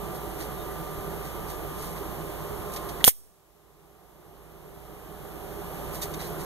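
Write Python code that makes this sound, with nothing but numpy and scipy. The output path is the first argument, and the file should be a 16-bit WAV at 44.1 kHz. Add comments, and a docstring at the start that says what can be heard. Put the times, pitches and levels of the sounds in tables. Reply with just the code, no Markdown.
"""In a small room where a fan hums, a spring-loaded knife is turned in the hand close to a camera.
Fingers rub, tick and squeak on the handle. Then the catch lets go, and the blade scrapes along its
track and slams into its stop: the steel rings briefly and the handle thuds against the palm.
The loud snap makes the camera turn its volume far down; fan and hiss then creep back up."""
import sys
import numpy as np
from scipy import signal
from scipy.fft import rfft, irfft, next_fast_len
from scipy.io import wavfile
from scipy.ndimage import uniform_filter1d, minimum_filter1d, map_coordinates

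SR = 44100
rng = np.random.default_rng(int(sys.argv[2]) if len(sys.argv) > 2 else 0)


def dump_mix(stems):
    """Bounce the given channels to the path in sys.argv[1] as a 16-bit WAV at rate SR."""
    frames = np.atleast_2d(stems).T  # one column per channel
    limited = np.clip(frames, -1, 1)  # hard clip at full scale
    pcm = np.round(limited * 32767).astype(np.int16)
    wavfile.write(sys.argv[1], SR, pcm)


N = 284445

# Steel parts hitting each other in the knife.
# Each row: start in seconds, then the levels in dB of crack, steel ring, catch ping and handle thud.
BLOWS = [(3.0422, 11.5, -7, 21, -14), (3.0472, 13.5, -7, -20, -14), (3.0666, -4, -10, -5, -30),
         (3.0706, -2, -6, -20, -30), (3.0781, 25.5, 22, 6, 14.5), (3.0821, 8, 11, -6, 7)]
# The tone colour of steel on steel. Each row: frequency in Hz, level in dB.
CLATTER = [(100, -39), (1500, -22), (2100, -7), (3200, -8.5), (4200, -15), (5500, -7.5), (7400, -6),
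           (8500, -0.5), (9700, 0), (11200, -0.5), (13300, 1.5), (14500, -3), (15600, -6)]


def knife(crack_t60=0.0092, attack_s=0.00022, scrape_db=-2, growth_db=13, chatter_db=1.5):
    """The catch pings, the blade scrapes and rattles forward, hits its stop and bounces once."""
    # The ringing notes of the catch. Each row: pitch in Hz, level in dB, fade time in seconds.
    catch_notes = [(3280, -2, 0.0036), (2900, -14, 0.005), (3100, -18, .014)]
    t = np.arange(SR // 3) / SR
    flight = [BLOWS[0][0], stop_time()]
    levels = [scrape_db - growth_db, scrape_db]  # the spring speeds the blade up, so its scrape grows
    scrape = amp(np.interp(np.arange(N) / SR, flight, levels, left=-np.inf, right=-np.inf))
    track = scrape * unit(amp(chatter_db * wobble(1100))) * noise(CLATTER, N)
    ping = struck(catch_notes, t)
    onset = 1 - np.exp(-t / attack_s)
    for start, crack_db, ring_db, ping_db, _ in BLOWS:
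        crack = amp(crack_db) * fade(t, crack_t60) * noise(CLATTER, len(t))
        add(track, start, onset * (crack + amp(ping_db) * ping + amp(ring_db) * blade_ring(t)))
    return track


def blade_ring(t, clatter_t60=0.071, notes_db=-2.5):
    """Struck steel rings with clear high notes inside the short, noisy clatter of spring and lining."""
    # The notes of the blade and steel lining. Each row: pitch in Hz, level in dB, fade time in seconds.
    steel = [(3450, -14, .05), (4700, -14, .05), (6300, -13, .07), (7101, -16, .08), (8470, -3, .085),
             (8650, -7, .08), (9749, -3, .085), (10060, -4, .08), (10890, -8, .07), (12480, -2, .065),
             (12780, 0, .065), (13125, -5, .07), (13250, -8, .07), (13485, -3, .07), (13535, 2, .075),
             (13753, -4, .07), (13905, -6, .075), (14390, -5, .07), (14548, -7, .07)]
    notes = sum(amp(db) * fade(t, t60) * np.sin(2 * np.pi * (hz * t + rng.random((2, 1))))
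                for hz, db, t60 in steel)
    strength = np.sqrt(sum(amp(db) ** 2 for _, db, _ in steel) / 2)
    return amp(notes_db) * notes / strength + fade(t, clatter_t60) * noise(CLATTER, len(t))


def stop_time():
    """The blade meets its stop at the blow with the heaviest thud."""
    return max(BLOWS, key=lambda blow: blow[-1])[0]


def knock(push_s=0.0009, far_db=-14):
    """Each blow shoves the handle against the palm: one short push and a dull ring."""
    # The handle's notes, muffled by the palm. Each row: pitch in Hz, level in dB, fade time in seconds.
    handle = [(210, -1, .016), (500, 0, .016), (640, -9, .014), (780, -2, .016), (1030, -4, .017),
              (1340, -6, .016), (1800, -12, .014)]
    track, t = np.zeros((2, N)), np.arange(SR // 4) / SR
    push = np.sin(np.pi * np.minimum(t / push_s, 1))
    thud = push + struck(handle, t)
    for start, *_, thud_db in BLOWS:
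        add(track, start, amp(thud_db) * thud)
    return microphones(track, lambda hz: far_db)


def jolt(level_db=13.5, rise_s=0.004, left_share=-0.75, bass_cut_hz=2.5):
    """The stopping blade jerks the hand: a soft, low push of air, opposite on the two sides."""
    track, t = np.zeros((2, N)), np.arange(SR // 4) / SR
    bump = (t / rise_s * np.exp(1 - t / rise_s)) ** 2
    add(track, stop_time(), amp(level_db) * np.outer([left_share, 1], bump))
    # The microphone lets no steady pressure through.
    return filtered(track, lambda hz: 1j * hz / (bass_cut_hz + 1j * hz))


def fingers(tick_rise_s=0.0016, tick_t60=0.085, jitter=0.025, grain_db=2.2):
    """Skin catches and slips on the handle in short, grainy rubs, ticks and squeaks."""
    # Sliding fingers.
    # Each row: start in seconds, level in dB, fade time in seconds, brightness in dB per octave.
    rubs = [(.13, -46.5, 0.16, 1.5), (.375, -38, 0.24, 1), (1.21, -44.5, .3, 1.5), (1.47, -39.5, 0.2, 2.5),
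            (1.74, -39.5, 0.53, 4), (1.955, -43, .14, -2), (2.69, -43, 0.39, 4), (5.92, -36.5, 0.19, 4),
            (6.009, -28.5, 0.12, 3), (6.186, -36.5, 0.18, -0.5), (6.225, -40, 0.22, 2.5),
            (6.375, -41.5, 0.21, 2)]
    # Fittings ticking under the fingers.
    # Each row: start in seconds, scuff level in dB, brightness in dB per octave, ring level in dB.
    ticks = [(2.736, -36, 3, -52), (2.761, -32, -0.5, -46), (2.888, -33.5, 1.5, -42),
             (3.005, -38, -11.5, -56), (6.019, -37, 0, -32), (6.026, -39, -1, -32), (6.138, -38, -1.5, -34)]
    # Brief bright ringing that colours the ticks.
    # Each row: pitch in Hz, level in dB, fade time in seconds.
    tick_ring_notes = [(3700, -2, .04), (4600, -1, .03), (5800, -3, .03), (6450, -1, .04), (7950, -1, .025),
                       (11000, 0, .025)]
    # Skin squeaking on the polished handle.
    # Each row: loudest moment in seconds, pitch in Hz, level in dB, length in seconds.
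    squeaks = [(.605, 3720, -53.5, .07), (.715, 1960, -49.5, .05), (6.205, 4000, -46, .025),
               (6.25, 4100, -48.5, .025)]
    track, t = np.zeros((2, N)), np.arange(SR // 3) / SR
    for start, db, t60, tilt_db in rubs:
        add(track, start, amp(db) * touch(0.17 * t60, t60, tilt_db))  # longer rubs swell more slowly
    tick_ring = struck(tick_ring_notes, t) * (1 - np.exp(-t / tick_rise_s))
    for start, db, tilt_db, ring_db in ticks:
        add(track, start, amp(db) * touch(tick_rise_s, tick_t60, tilt_db) + amp(ring_db) * tick_ring)
    slip = np.cumsum(1 + jitter * wobble(600)) / SR  # skin sticks and slips at an unsteady rate
    for middle, hz, db, length in squeaks:
        swell = np.exp(-(2 * (np.arange(N) / SR - middle) / length) ** 2)
        track += amp(db) * swell * np.sin(2 * np.pi * hz * slip)
    return track * unit(amp(grain_db * wobble(600)))


def touch(rise_s, t60, tilt_db):
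    """One finger stroke: noise that swells and dies, coloured by the hollow handle."""
    # The tone colour of rubbing skin. Each row: frequency in Hz, level in dB.
    skin = [(100, -53.5), (900, -20), (1900, 6), (3900, -4.5), (5000, 0.5), (6300, -7), (8500, -2),
            (11800, -1), (14200, -3.5), (15600, -17.5)]
    # Pitches the hollow handle boosts. Each row: pitch in Hz, width in Hz, boost in dB.
    shell = [(3900, 400, 5), (6400, 700, 8), (8200, 450, 4), (11500, 600, 3)]
    t = np.arange(SR // 3) / SR
    swell = np.minimum(t / rise_s, 1) * fade(np.maximum(t - rise_s, 0), t60)
    rubbing = noise([(hz, db + tilt_db * np.log2(hz)) for hz, db in skin], len(t))
    return swell * resonate(rubbing, shell)


def fan(air_db=-37.5, waver_db=2, drift=0.0004, flutter=0.0025, drone_hz=60.1, drone_db=-46):
    """A fan on the right: rushing air, wavering tones from its blades and a steady low drone."""
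    # The tone colour of the rushing air. Each row: frequency in Hz, level in dB.
    air_colour = [(12, -32.5), (24, -16.5), (46, -8), (72, -10.5), (98, -2.5), (114, -11), (190, -5.5),
                  (260, -11), (330, -0.5), (480, -5.5), (750, -7.5), (1250, -10.5), (1550, -20),
                  (2400, -41.5)]
    # Low pitches the room boosts. Each row: pitch in Hz, width in Hz, boost in dB.
    room_peaks = [(35.14, 12, 10.5), (58, 18, 2.5), (152.6, 42, 11), (410.8, 31.8, 7)]
    # How the fan reaches the two sides. Each row: frequency in Hz, how alike they are from 0 to 1,
    # how far the left leads in radians, left level minus right level in dB.
    sides = [(25.05, 0.8, 1.4, -8), (60, 0.5, 1.2, -12), (130, 1, 1.4, -4), (396, 0.4, 0.76, -3.5),
             (743, 0.6, 0.039, -4.5), (1250, 0.9, 0.54, -1)]
    # How fast the fan spins. Each row: time in seconds, turns per second.
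    speeds = [(0.2, 49.55), (1.6, 50.03), (6.45, 50)]
    # The blade tones. Each row: multiple of the fan's speed, then the level in dB at first,
    # with the hand turned and with the hand drawn back.
    tones = [(8, -50, -48, -50), (12, -52, -49, -50.5), (14, -60, -53, -55), (15, -49.5, -55, -49),
             (16, -57, -58, -53), (19, -57, -55.5, -58), (21, -60, -49.5, -61), (22, -63, -54.5, -61),
             (23, -62, -59, -57), (24, -45, -49.5, -54)]
    # The times in seconds when the hand starts to turn, has turned, starts to draw back and is back.
    hand_moves = [1.3, 2.1, 2.9, 4.8]
    t = np.arange(N) / SR
    air = amp(air_db + 0.41 * wobble(6.5)) * resonate(noise(air_colour, N), room_peaks)
    spread = lambda hz: np.arccos(np.clip(along(sides, hz), 0, 1)) / 2
    # Both sides share "mid"; "side" is what sets them apart.
    mid, side = filtered(air, lambda hz: np.array([np.cos(spread(hz)), np.sin(spread(hz))]))
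    speed = np.interp(t, *np.transpose(speeds)) * (1 + drift * wobble(2))
    for multiple, first_db, turned_db, back_db in tones:
        db = np.interp(t, hand_moves, [first_db, turned_db, turned_db, back_db])
        turns = np.cumsum(speed * (1 + flutter * wobble(20))) / SR
        waver = unit(amp(waver_db * wobble(4.3)))
        mid += amp(db) * waver * np.sin(2 * np.pi * multiple * turns)
    mid += amp(drone_db) * np.sin(2 * np.pi * drone_hz * t)
    left = lambda hz: amp(along(sides, hz, column=3) / 2) * np.exp(0.5j * along(sides, hz, column=2))
    return filtered(np.array([mid + side, mid - side]), lambda hz: np.array([left(hz), 1 / left(hz)]))


def hiss(level_db=-42):
    """Steady microphone hiss, coloured by the small openings the microphones sit behind."""
    # The tone colour of the hiss. Each row: frequency in Hz, level in dB.
    colour = [(600, -7), (1400, 4.5), (2000, 2.5), (3000, 1), (4500, -6.5), (7000, -4.5), (10600, -2),
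              (11600, 3.5), (12300, 2.5), (13500, -1.5), (15400, -3.5)]
    # Pitches the openings boost. Each row: pitch in Hz, width in Hz, boost in dB.
    opening_peaks = [(9350, 300, 3), (11550, 250, 6), (13100, 250, 4)]
    # The left microphone's hiss. Each row: frequency in Hz, level against the right one in dB.
    left_levels = [(1000, -8), (6000, -1.5), (10000, 0.5), (11600, -1), (15000, -14)]
    hissing = resonate(noise(colour, N), opening_peaks)
    return amp(level_db) * microphones(hissing, lambda hz: along(left_levels, hz))


def room(x):
    """The room's soft echo, in which each frequency dies at its own speed."""
    # How long the echo lasts. Each row: frequency in Hz, fade time in seconds.
    fade_times = [(200, 0.14), (1000, .25), (2500, 0.31), (6000, 0.6), (10000, 0.52), (15000, 0.36)]
    hz, t, bands = signal.stft(rng.standard_normal((2, SR // 2)), SR, nperseg=256)
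    tail = signal.istft(bands * fade(t, along(fade_times, hz)[:, None]), SR, nperseg=256)[1]
    return signal.fftconvolve(x, tail / np.linalg.norm(tail[0]), axes=1)[:, :N]


def microphones(pair, left_db, delay_s=17.2 / SR):
    """Set left against right, then widen: each side subtracts a slightly late copy of the other."""
    # The camera's stereo widening. Each row: frequency in Hz, share of the other side taken away.
    widening = [(100, 0.44), (5000, 0.91), (8000, 0.29), (11000, 0.37), (15000, 0.91)]

    def balance(hz):
        left = amp(left_db(hz)) * np.ones_like(hz)
        return np.array([left, np.ones_like(hz)]) / np.sqrt(1 + left ** 2)

    pair = filtered(pair, balance)
    late_share = lambda hz: along(widening, hz) * np.exp(-2j * np.pi * hz * delay_s)
    return pair - filtered(pair[::-1], late_share)


def amp(db):
    """Turn decibels into a volume factor."""
    return 10 ** (np.asarray(db) / 20)


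def unit(x):
    """Scale a signal to an average power of 1."""
    return x / np.sqrt(np.mean(x ** 2) + 1e-20)


def fade(t, t60):
    """Die away by 60 dB in t60 seconds, the fade time."""
    return np.exp(-np.log(1000) * t / t60)


def struck(notes, t):
    """Fading notes, all set off by one blow."""
    return sum(amp(db) * fade(t, t60) * np.sin(2 * np.pi * hz * t) for hz, db, t60 in notes)


def along(points, hz, column=1):
    """Read a table between its rows, with frequency spaced by octaves."""
    columns = np.transpose(points)
    return np.interp(np.log(hz + 1), np.log(columns[0] + 1), columns[column])


def filtered(x, response):
    """Scale and shift each frequency of x by response(hz)."""
    n = x.shape[-1]
    padded = next_fast_len(n + SR // 4)
    return irfft(rfft(x, padded) * response(np.fft.rfftfreq(padded, 1 / SR)), padded)[..., :n]


def resonate(x, peaks):
    """Boost x around each peak's pitch, then scale it to a power of 1."""
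    boost_db = lambda hz: sum(db / (1 + (2 * (hz - centre) / width) ** 2) for centre, width, db in peaks)
    return unit(filtered(x, lambda hz: amp(boost_db(hz))))


def noise(colour, size):
    """Separate left and right noises with the given tone colour."""
    return unit(filtered(rng.standard_normal((2, size)), lambda hz: amp(along(colour, hz))))


def wobble(rate):
    """A smooth curve through `rate` random values a second."""
    return map_coordinates(rng.standard_normal(int(N * rate / SR) + 4), [np.arange(N) * rate / SR])


def add(track, start, sound):
    """Mix a sound into a track from `start` seconds on."""
    part = track[:, round(start * SR):][:, :sound.shape[-1]]
    part += sound[..., :part.shape[-1]]


def scene(room_db=-28, far_db=-6):
    """Knife and hand are nearer the right microphone; fan and hiss lie behind them."""
    near = knife() + fingers()
    near = microphones(near + amp(room_db) * room(near), lambda hz: far_db)
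    return near + knock() + jolt() + fan() + hiss()


def gain_control(x, ceiling_db=-2.5, recovery_db_per_s=10.5, hold_s=0.055):
    """The camera turns down at once for a loud sound, waits, then slowly turns back up."""
    power = np.abs(uniform_filter1d(np.mean(x ** 2, axis=0), size=44))
    needed_db = np.minimum(ceiling_db - 10 * np.log10(power + 1e-12), 0)
    half_hold = int(hold_s * SR) // 2
    held_db = minimum_filter1d(needed_db, 2 * half_hold + 1, origin=half_hold)
    recovery_db = recovery_db_per_s * np.arange(N) / SR
    gain_db = np.minimum.accumulate(held_db - recovery_db) + recovery_db
    return x * amp(uniform_filter1d(gain_db, size=32))


def record(dry, noise_db=-67, top_hz=15650):
    """The camera sets its volume, adds faint noise, flattens overloud peaks and cuts the top treble."""
    levelled = gain_control(dry) + amp(noise_db) * rng.standard_normal((2, N))
    return filtered(np.clip(levelled, -1, 1), lambda hz: hz < top_hz)


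dry = scene()
out = record(dry)
dump_mix(out)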